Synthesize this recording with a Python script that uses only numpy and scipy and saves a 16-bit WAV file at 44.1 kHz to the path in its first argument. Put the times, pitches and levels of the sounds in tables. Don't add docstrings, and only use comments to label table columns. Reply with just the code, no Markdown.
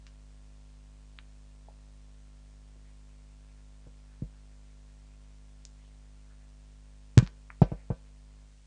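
import sys
import numpy as np
from scipy import signal
from scipy.fft import rfft, irfft, next_fast_len
from scipy.io import wavfile
from scipy.ndimage import uniform_filter1d

SR = 44100
rng = np.random.default_rng(int(sys.argv[2]) if len(sys.argv) > 2 else 0)


def wav_out(sig):
    wavfile.write(sys.argv[1], SR, np.round(np.clip(np.atleast_2d(sig).T, -1, 1) * 32767).astype(np.int16))


N = 381906

# freq_hz, relative_db
HISS_SPECTRUM = [(20, 3), (68, 9.5), (110, 4), (270, 0), (370, -0.5), (450, 1.5), (800, -1), (1200, -1),
                 (2500, -1), (4500, -2), (7500, -2.5), (9000, -4.5), (10000, -9)]
# mains_multiple, relative_db
HUM_PARTIALS = [(2, -18), (3, -13.5), (4, -28.5)]
# mains_multiple, relative_db
BUZZ_PARTIALS = [(5, -15.5), (6, -37), (7, -29.5), (8, -37.5), (9, -28.5), (10, -40), (11, -27.5),
                 (12, -38), (13, -28), (15, -32), (17, -31.5), (19, -32.5), (21, -32), (23, -36), (25, -50),
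                 (27, -34.5), (29, -44.5), (31, -44), (33, -40), (35, -38), (37, -47), (41, -40.5),
                 (49, -39), (55, -44)]
# time_s, hum_db, buzz_db
MAINS_PICKUP = [(0, -51.5, -53), (8.438, -52, -54), (8.475, -54.5, -57.5), (8.66, -56.5, -61)]
# freq_hz, t60_s
HALL_DECAY = [(100, 0.37), (600, 0.56), (2500, 0.31), (9000, .3)]
# start_s, end_s, level_db, pitch_hz
RUB_SPELLS = [(2.85, 6.4, -79, 2070), (7.92, 8.15, -74, 3300)]
# peak_s, level_db, pitch_hz
BRUSHES = [(4.13, -76, 1700), (5.814, -75, 2100), (6.315, -73, 1520), (7.702, -68, 2300),
           (7.801, -70.5, 2100)]
# freq_hz, relative_db, t60_s
LECTERN_MODES = [(195, -2, .12), (253, 1, .08), (290, 7, .045), (338, 1, .06), (478, 4, .1), (530, -8, .2),
                 (592, -4, .12), (646, -3, .12), (790, -7, .1), (880, -9, .1), (987, -8, .17),
                 (1083, -12, .12), (1165, -7, .15), (1284, -11, .13), (1384, -10, .14), (1532, -3, .16),
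                 (1750, -12, .16), (1872, -15, .14), (2190, -14, .13), (2390, -7, .14), (2498, -12, .14),
                 (2790, -12, .13), (2985, -12, .16), (3895, -11, .13), (4000, -12, .13)]
# start_s, peak_db, low_hz, high_hz, tail_db
TAPS = [(.0675, -37, 1190, 7000, -1.5), (1.1883, -29.5, 1320, 4050, -12), (1.6864, -42.5, 520, 920, -2.5),
        (5.6524, -28.5, 5340, 7660, -9.5), (7.1774, -25.5, 950, 1880, 1.5), (7.2652, -35, 895, 5500, -8),
        (7.275, -30, 700, 6200, -12), (7.5035, -30, 1070, 2410, -9.5)]
# start_s, first_peak_db, first_loss_db, high_hz, tail_db
TICK_RUNS = [(7.1786, -7, 6, 8200, -15.5), (7.228, -40.5, 8.5, 7500, 9.5), (7.6198, -30.5, 3, 5850, -1.5)]
# start_s, thump_db, thump_hz, swell_s, clack_db, cutoff_hz, ring_db
BUMPS_AND_KNOCKS = [(2.759, -65.5, 330, .0035, -58.5, 600, -72),
                    (3.866, -49.5, 126, .0055, -57, 650, -57.5), (4.2213, -25, 130, .0038, -40, 388, -48),
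                    (7.1741, -3.5, 121.4, .0059, -10, 355, -27.5), (7.225, -21, 153, .0039, -47, 346, -56),
                    (7.6177, -5.5, 144, 0.0035, -12, 750, -31), (7.718, -24.5, 137, .0037, -29, 713, -42),
                    (7.903, -19, 124, 0.0036, -25, 766, -38)]


def amp(db):
    return 10 ** (np.asarray(db) / 20)


def decay(t, t60_s):
    return amp(-60 * t / t60_s)


def unit_rms(x):
    return x / np.sqrt(np.mean(x ** 2) + 1e-20)


def unit_peak(x):
    return x / np.max(np.abs(x))


def log_interp(points, hz):
    freq_hz, values = np.transpose(points)
    return np.interp(np.log(hz + 1), np.log(freq_hz + 1), values)


def filtered(x, response):
    size = next_fast_len(len(x) + SR // 2)
    return irfft(rfft(x, size) * response(np.fft.rfftfreq(size, 1 / SR)), size)[:len(x)]


def band(x, low_hz, high_hz, order=4):
    high_pass = signal.butter(2, low_hz, 'highpass', fs=SR, output='sos')
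    low_pass = signal.butter(order, np.clip(high_hz, 20, SR / 2 - 20), fs=SR, output='sos')
    return signal.sosfilt(np.vstack([high_pass, low_pass]), x)


def add(track, start_s, sound):
    part = track[round(start_s * SR):][:len(sound)]
    part += sound[:len(part)]


def hiss(mains_hz, level_db=-69, ripple_db=1, uneven_db=0.43):
    spectra = signal.stft(rng.standard_normal(N), nperseg=512)[2]
    patches = uniform_filter1d(rng.standard_normal(spectra.shape), size=5, axis=0)
    patches = uniform_filter1d(patches, size=11, axis=1)
    noise = signal.istft(spectra * amp(uneven_db * unit_rms(patches)), nperseg=512)[1][:N]
    noise = filtered(noise, lambda hz: amp(log_interp(HISS_SPECTRUM, hz)))
    ripple = amp(ripple_db * np.cos(4 * np.pi * mains_hz * np.arange(N) / SR))
    return amp(level_db) * ripple * unit_rms(noise)


def mains(mains_hz):
    t = np.arange(N) / SR
    time_s, *levels_db = np.transpose(MAINS_PICKUP)
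    hum_gain, buzz_gain = [amp(np.interp(t, time_s, db)) for db in levels_db]
    phase = 2 * np.pi * mains_hz * t
    hum = np.cos(phase) + sum(amp(db) * np.sin(round(k) * phase) for k, db in HUM_PARTIALS)
    buzz = sum(amp(db) * np.cos(round(k) * (phase - np.pi)) for k, db in BUZZ_PARTIALS)
    return np.sqrt(2) * (hum_gain * hum + buzz_gain * buzz)


def hall(x):
    hz, t, spectra = signal.stft(rng.standard_normal(SR), SR, nperseg=256)
    t60_s = log_interp(HALL_DECAY, hz)[:, None]
    tail = signal.istft(spectra * decay(t, t60_s), SR, nperseg=256)[1]
    send = band(x, low_hz=400, high_hz=7400, order=1)
    return signal.fftconvolve(send, tail / np.linalg.norm(tail))[:N]


def rubs(rate_hz=7, spread_db=2, spread_octaves=.35):
    rows = []
    for start_s, end_s, level_db, pitch_hz in RUB_SPELLS:
        for slot_s in np.arange(start_s, end_s, 1 / rate_hz):
            rows.append((slot_s + rng.random() / rate_hz,
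                         level_db + spread_db * rng.normal(),
                         pitch_hz * 2 ** (spread_octaves * rng.normal())))
    return rows


def rustle(swell_s=.04, relative_width=0.24):
    out, t = np.zeros(N), np.arange(SR // 2) / SR
    swell = np.exp(-(t / swell_s - 2) ** 2)
    for peak_s, level_db, pitch_hz in BRUSHES + rubs():
        noise = rng.standard_normal(len(t))
        friction = filtered(noise, lambda hz: 1 / (1 + ((hz / pitch_hz - 1) / relative_width) ** 2))
        add(out, peak_s - 2 * swell_s, amp(level_db) * unit_rms(friction) * swell)
    return out


def short_ring(t, cutoff_hz, spread_db=0.5, rise_s=0.0025):
    hz, db, t60_s = np.transpose(LECTERN_MODES)[:, :, None]
    gain = amp(db + rng.normal(0, spread_db, hz.shape)) / np.hypot(1, (hz / cutoff_hz) ** 2)
    modes = gain * decay(t, t60_s) * np.sin(2 * np.pi * (hz * t + rng.random(hz.shape)))
    return modes.sum(0) * (1 - np.exp(-t / rise_s))


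def tick_runs(count=4, gap_s=.00985, loss_power=1.9, low_hz=802):
    return [(start_s + k * gap_s, peak_db - loss_db * k ** loss_power, low_hz, high_hz, tail_db)
            for start_s, peak_db, loss_db, high_hz, tail_db in TICK_RUNS for k in range(count)]


def ticks(tail_t60_s=0.14, dull_hz=4000, ring_db=-32.5, lead_s=.005, body_db=-22, body_low_hz=300):
    out, t = np.zeros(N), np.arange(SR // 4) / SR
    lead = np.zeros(round(lead_s * SR))
    spike = np.r_[lead, signal.unit_impulse(len(t))]
    for start_s, peak_db, low_hz, high_hz, tail_db in TAPS + tick_runs():
        def colour(hz):
            snap = 1 / np.hypot(1, (low_hz / (hz + 1)) ** 4)
            body = amp(body_db) / np.hypot(1, (body_low_hz / (hz + 1)) ** 4)
            return (snap + body) / np.hypot(1, (hz / high_hz) ** 12) / np.hypot(1, hz / dull_hz)

        tail = np.r_[lead, rng.standard_normal(len(t)) * decay(t, tail_t60_s)]
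        tick = unit_peak(filtered(spike + amp(tail_db) * tail / np.linalg.norm(tail), colour))
        glass = amp(ring_db) * filtered(np.r_[lead, short_ring(t, high_hz)], colour)
        add(out, start_s - lead_s, amp(peak_db) * (tick + glass))
    return out


def rocking(t, hz, swell_s, contact_s=0.0011):
    cycles = hz * (t + contact_s * (1 - np.exp(-t / contact_s)))
    return t / swell_s * np.exp(1 - t / swell_s) * np.sin(2 * np.pi * cycles)


def sway(t, thump_db, base_db=-22.7, db_per_db=0.52, margin_db=11, twist_db=-5.5):
    sway_db = min(base_db + db_per_db * thump_db, thump_db - margin_db)
    swing = rocking(t, hz=46, swell_s=0.013)
    twist = rocking(t, hz=173, swell_s=.0107)
    return amp(sway_db) * (swing + amp(twist_db) * twist)


def clack(t, cutoff_hz, rattle_db=-27, chatter_db=-27):
    rattle = amp(rattle_db) * decay(t, t60_s=0.072) * rng.standard_normal(len(t))
    contact = band(signal.unit_impulse(len(t)) + rattle, 0.11 * cutoff_hz, cutoff_hz, order=5)
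    chatter = band(decay(t, t60_s=0.1) * rng.standard_normal(len(t)), low_hz=1000, high_hz=2600)
    return unit_peak(contact) + amp(chatter_db) * unit_peak(chatter)


def bumps_and_knocks():
    out, t = np.zeros(N), np.arange(SR // 2) / SR
    for start_s, thump_db, thump_hz, swell_s, clack_db, cutoff_hz, ring_db in BUMPS_AND_KNOCKS:
        thump = amp(thump_db) * rocking(t, thump_hz, swell_s)
        contact = amp(clack_db) * clack(t, cutoff_hz)
        ring = amp(ring_db) * short_ring(t, cutoff_hz)
        add(out, start_s, thump + sway(t, thump_db) + contact + ring)
    return out


def scene(hall_db=-25, mains_hz=50.607):
    impacts = bumps_and_knocks() + ticks()
    return (impacts + amp(hall_db) * hall(impacts) + mains(mains_hz) + hiss(mains_hz) + rustle())[None]


def record(dry, cutoff_hz=9900):
    return np.array([filtered(channel, lambda hz: 1 / np.hypot(1, (hz / cutoff_hz) ** 150))
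                     for channel in dry])


dry = scene()
out = record(dry)
wav_out(out)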